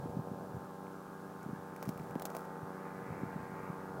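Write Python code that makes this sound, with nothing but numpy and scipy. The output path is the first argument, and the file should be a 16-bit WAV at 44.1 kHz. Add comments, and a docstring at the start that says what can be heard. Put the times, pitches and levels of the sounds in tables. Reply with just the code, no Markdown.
"""A powered paraglider drones far off over open dry land, slowly getting nearer and brighter.
Its engine and geared-down propeller make two interleaved buzzes that flutter in the moving air,
over a rush of air chopped by the blades. Close up, light wind rumbles and bumps on the microphone,
and a hand shifting on the camera makes a short run of clicks and rubs. Faint hiss lies under it all."""
import sys
import numpy as np
from scipy import signal
from scipy.fft import rfft, irfft
from scipy.io import wavfile
from scipy.ndimage import uniform_filter1d

SR = 44100
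rng = np.random.default_rng(int(sys.argv[2]) if len(sys.argv) > 2 else 0)


def wav_record(signal):
    """Record a signal, one row per channel, as 16-bit PCM in the file named by sys.argv[1]."""
    frames = np.transpose(np.atleast_2d(signal))
    bounded = np.clip(frames, -1, 1)
    # unit amplitude maps onto the largest positive 16-bit level
    quanta = np.round(bounded * 32767).astype(np.int16)
    wavfile.write(sys.argv[1], SR, quanta)


N = 176400
T = np.arange(N) / SR

# engine speed (time [s], firing rate [Hz])
ENGINE_SPEED = [(0, 95.25), (.8, 95.56), (1.15, 95.4), (1.45, 95.58), (2.15, 95.38), (2.52, 94.84),
                (3.1, 94.82), (3.7, 94.44), (4, 94.15)]
# how the drone carries to the microphone (time [s], gain [dB], low-middle gain [dB], treble gain [dB])
CARRY = [(0, -7, 6.5, -3), (.3, -1, 0.5, -22), (.7, -2.5, -2, -12), (1.25, -4, -2.8, -8.5),
         (1.8, -3.5, 0, -4), (2.35, -2.2, 1.5, -4), (2.65, -1.9, -.5, -3.5), (2.87, -1, -1, 1.5),
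         (3.1, -2, -1.5, 3.5), (3.62, -1.5, -1, 5), (4, -1.5, -1, -8)]
# exhaust harmonics from the first up, before the carry gains (level [dB])
EXHAUST_HARMONICS = [-68, -52, -57, -55.5, -54, -58, -63.5, -61, -69, -65.5, -96, -74, -63, -65.5, -66.5,
                     -68.5, -67, -69.5, -84, -72, -78.5, -81.5, -79.5, -85]
# propeller harmonics from the first up, before the carry gains (level [dB])
BLADE_HARMONICS = [-91, -54, -58, -61, -59, -65.5, -67, -71, -64.5, -57.5, -56, -66, -58, -62.5, -64.5,
                   -70.5, -81.5, -67.5, -75, -68, -73.5]
# air rushing off the propeller (frequency [Hz], relative level [dB])
RUSH_SPECTRUM = [(60, -31), (130, -17), (300, 3), (500, 5), (700, -0.5), (950, -0.5), (1250, 1.5),
                 (1680, -4.5), (1850, -8.5), (2500, -15.5), (3300, -41)]
# wind rumble on the microphone (frequency [Hz], relative level [dB])
WIND_SPECTRUM = [(20, -24), (42, -53), (65, -14.5), (90, -4), (140, 3), (220, -1.5), (350, -29), (700, -10),
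                 (2000, -51.5)]
# gusts at the microphone (time [s], level [dB])
GUSTS = [(0, -43.5), (.4, -57.5), (.56, -50.5), (.7, -66), (1.3, -62), (1.47, -49), (1.65, -64.5),
         (2.03, -48.5), (2.35, -73.5), (2.85, -65), (3.12, -50.5), (3.65, -54.5), (3.85, -66), (4, -45)]
# puffs of wind, before the microphone's response (time [s], peak level [dB], pitch [Hz])
PUFFS = [(.060, -29, 217), (0.097, -29.5, 165), (0.172, -26, 189), (.195, -26, 167), (0.318, -28, 177),
         (0.548, -31.5, 137), (.570, -31, 136), (1.465, -32, 208), (1.494, -28.5, 190), (1.534, -30, 192),
         (1.879, -27, 163), (1.894, -25.5, 202), (2.161, -26, 224), (2.633, -33, 146), (3.108, -32, 140),
         (3.236, -25, 193), (3.364, -30, 175), (3.703, -30, 176)]
# the microphone's response to a puff (frequency [Hz], gain [dB])
PUFF_RESPONSE = [(35, -26), (100, -4), (220, -2), (360, 3.5), (600, 26)]
# handling clicks, before filtering (time [s], snap level [dB], tick level [dB], knock level [dB])
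CLICKS = [(.868, -67, -49, -50), (1.4303, -44, -54, -50), (1.7635, -46.5, -48, -55),
          (1.827, -34.5, -47, -28.5), (1.854, -43, -53, -55), (1.8904, -36, -51, -31),
          (1.976, -44, -47, -56), (1.9965, -53, -46, -53), (2.110, -53, -50, -37), (2.155, -48, -72, -25),
          (2.197, -41, -45, -51), (2.2211, -35.5, -62, -24.5), (2.2539, -29, -56, -25.5),
          (2.302, -43, -50, -35), (2.3502, -38, -46, -23.5), (2.3667, -37.5, -50, -25.5)]
# colour of the camera shell (frequency [Hz], gain [dB])
SHELL_RESPONSE = [(1500, -3), (3000, -9), (4300, -8), (5600, -5), (9000, -7), (16000, -4)]
# fingers rubbing on the shell (time [s], level [dB])
RUB_LEVEL = [(1.68, -94), (1.88, -59), (1.93, -71), (1.98, -67), (2.1, -70), (2.265, -94), (2.31, -68.5),
             (2.38, -63), (2.46, -68)]
# the microphone's own hiss (frequency [Hz], relative level [dB])
HISS_SPECTRUM = [(20, 15), (1000, 12.5), (3000, 6.5), (11000, 3.35), (16000, 3)]


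def paraglider(blades_per_firing=.8449):
    """Far off, exhaust and propeller buzz, locked together by the reduction drive."""
    firing_hz = curve(ENGINE_SPEED)
    blade_hz = firing_hz * blades_per_firing
    exhaust = buzz(firing_hz, EXHAUST_HARMONICS)
    propeller = buzz(blade_hz, BLADE_HARMONICS) + propeller_rush(blade_hz)
    return amp(curve(CARRY)) * (exhaust + propeller)


def buzz(pulse_hz, levels_db, jitter_s=.00003, pulse_spread=.18, flutter_hz=2.2):
    """A train of sharp, slightly uneven pulses; the air on the way makes each harmonic flutter."""
    mean_hz = pulse_hz.mean()
    log_gain = np.log(amp([levels_db[0], *levels_db, *levels_db[::-1]]))
    lags = signal.hilbert(log_gain).imag[1:len(levels_db) + 1]  # minimum phase keeps the pulses sharp
    turns = np.cumsum(pulse_hz) / SR + pulse_hz * jitter_s * drift(mean_hz / 2)
    out = np.zeros(N)
    for harmonic, (db, lag) in enumerate(zip(levels_db, lags), start=1):
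        hz = harmonic * mean_hz
        flutter_db = (2.08 * hz / 1000 - .36) * drift(flutter_hz)  # deeper toward the treble
        out += amp(db + flutter_db + carry_db(hz)) * np.cos(2 * np.pi * harmonic * turns - lag)
    return np.sqrt(2) * out * (1 + pulse_spread * drift(mean_hz / 2))


def propeller_rush(blade_hz, gain_db=-51.5, chop_depth=.23, patch_db=2.5):
    """Patchy air noise, chopped once by every blade."""
    hz, t, spectra = signal.stft(rng.standard_normal(N), SR, nperseg=1024, noverlap=768)
    patches = uniform_filter1d(rng.standard_normal(spectra.shape), size=7, axis=0)
    patches = unit(uniform_filter1d(patches, size=24, axis=1))
    spectra *= colour(RUSH_SPECTRUM, hz)[:, None] * amp(patch_db * patches + carry_db(hz[:, None], t))
    air = signal.istft(spectra, SR, nperseg=1024, noverlap=768)[1][:N]
    chop = 1 + chop_depth * np.cos(2 * np.pi * np.cumsum(blade_hz) / SR)
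    return amp(gain_db) * unit(air * chop)


def carry_db(hz, t=T, low_middle_hz=620, middle_hz=980, treble_hz=1770, edge_width_hz=150):
    """Over the distance to the microphone, the treble and the low middle swell and fade separately."""
    top, middle = (.5 + .5 * np.tanh((hz - edge) / edge_width_hz) for edge in (treble_hz, middle_hz))
    treble = .81 * top + .19 * middle
    octaves_away = np.log2((hz + 1) / low_middle_hz)
    low_middle = np.exp(-.5 * (octaves_away / .45) ** 2)
    return low_middle * curve(CARRY, column=2, t=t) + treble * curve(CARRY, column=3, t=t)


def wind_rumble(lump_db=3, lump_hz=25):
    """Wind on the microphone makes a lumpy rumble that follows the gusts."""
    rumble = shaped(rng.standard_normal(N), WIND_SPECTRUM)
    return amp(curve(GUSTS)) * unit(rumble * amp(lump_db * drift(lump_hz)))


def wind_bumps(fall_cycles=.65, sag_per_cycle=.32):
    """Each puff swings the microphone for about two cycles, sagging in pitch."""
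    out = np.zeros(N)
    for time_s, db, hz in PUFFS:
        near = abs(T - time_s) < 3 / hz
        cycles = (T[near] - time_s) * hz
        width = fall_cycles * np.where(cycles < 0, .37 ** .5, 1)  # rises faster than it falls
        turns = (1 - np.exp(-sag_per_cycle * cycles)) / sag_per_cycle
        out[near] += amp(db) * np.exp(-.5 * (cycles / width) ** 2) * np.cos(2 * np.pi * turns)
    return shaped(out, PUFF_RESPONSE)


def handling_clicks(snap_s=.00028, rattle_db=-3, grain_db=4,
                    tick_hz=2250, tick_s=.001, knock_hz=720, knock_s=.00095, low_cut_hz=440):
    """Right at the microphone, the camera shell snaps and rattles, with a short tick and a dead knock."""
    snaps, ticks, knocks = np.zeros((3, N))
    size = 3000
    t = T[:size]
    for time_s, snap_db, tick_db, knock_db in CLICKS:
        start = round(time_s * SR)
        span = slice(start, start + size)
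        rattle_s = .035 * np.sqrt(amp(snap_db))  # weaker clicks die sooner
        roughness = unit(uniform_filter1d(rng.standard_normal(size), size=40))
        grains = unit(amp(grain_db * roughness))
        envelope = np.exp(-t / snap_s) + amp(rattle_db) * grains * np.exp(-t / rattle_s)
        snaps[span] += amp(snap_db) * rng.choice([-1, 1], size) * envelope
        ticks[span] += amp(tick_db) * np.exp(-t / tick_s) * np.sin(2 * np.pi * tick_hz * t)
        knocks[span] += amp(knock_db) * np.exp(-t / knock_s) * np.sin(2 * np.pi * knock_hz * t)
    low_cut = signal.butter(2, low_cut_hz, "highpass", fs=SR, output="sos")
    return shaped(snaps, SHELL_RESPONSE) + ticks + signal.sosfilt(low_cut, knocks)


def finger_rub(slips_per_s=1900, slip_s=.0004):
    """Close to the microphone, fingers scrape over the shell in a dense run of tiny slips."""
    sliding = (T > RUB_LEVEL[0][0]) * (T < RUB_LEVEL[-1][0])
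    slips = (rng.random(N) < slips_per_s / SR) * rng.exponential(1, N)
    envelope = signal.lfilter([1], [1, -np.exp(-1 / (slip_s * SR))], slips)
    scrape = shaped(envelope * rng.standard_normal(N), SHELL_RESPONSE)
    return sliding * amp(curve(RUB_LEVEL)) * unit(scrape)


def microphone_hiss(level_db=-65):
    """The microphone's own steady noise floor."""
    return amp(level_db) * unit(shaped(rng.standard_normal(N), HISS_SPECTRUM))


def amp(db):
    """Decibels to gain."""
    return 10 ** (np.asarray(db) / 20)


def unit(x):
    """Scales to rms 1."""
    return x / np.sqrt(np.mean(x ** 2) + 1e-20)


def curve(table, column=1, t=T):
    """One column of a time table, joined by straight lines."""
    columns = np.transpose(table)
    return np.interp(t, columns[0], columns[column])


def colour(spectrum, hz):
    """Gain of a spectrum table at the given frequencies."""
    table_hz, db = np.transpose(spectrum)
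    return amp(np.interp(np.log(hz + 1), np.log(table_hz), db))


def shaped(x, spectrum):
    """Filters a sound by a spectrum table."""
    return irfft(rfft(x) * colour(spectrum, np.fft.rfftfreq(N, 1 / SR)), N)


def drift(rate_hz):
    """Smooth random motion of rms about 1."""
    size = 4096
    hz = np.fft.rfftfreq(size, 2 * N / SR / size)
    slow = irfft(rfft(rng.standard_normal(size)) / (1 + (hz / rate_hz) ** 2))
    return np.interp(np.arange(N), np.linspace(0, 2 * N, size), unit(slow))


def scene():
    """The far drone over open land, with wind and handling close up on one microphone."""
    return (paraglider() + wind_rumble() + wind_bumps() + handling_clicks() + finger_rub())[None]


def record(dry):
    """Adds the microphone's hiss, then cuts the treble above 15.9 kHz."""
    low_pass = signal.firwin(511, 15900, window=("kaiser", 9), fs=SR)
    return signal.oaconvolve(dry + microphone_hiss(), low_pass[None], "same")


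dry = scene()
out = record(dry)
wav_record(out)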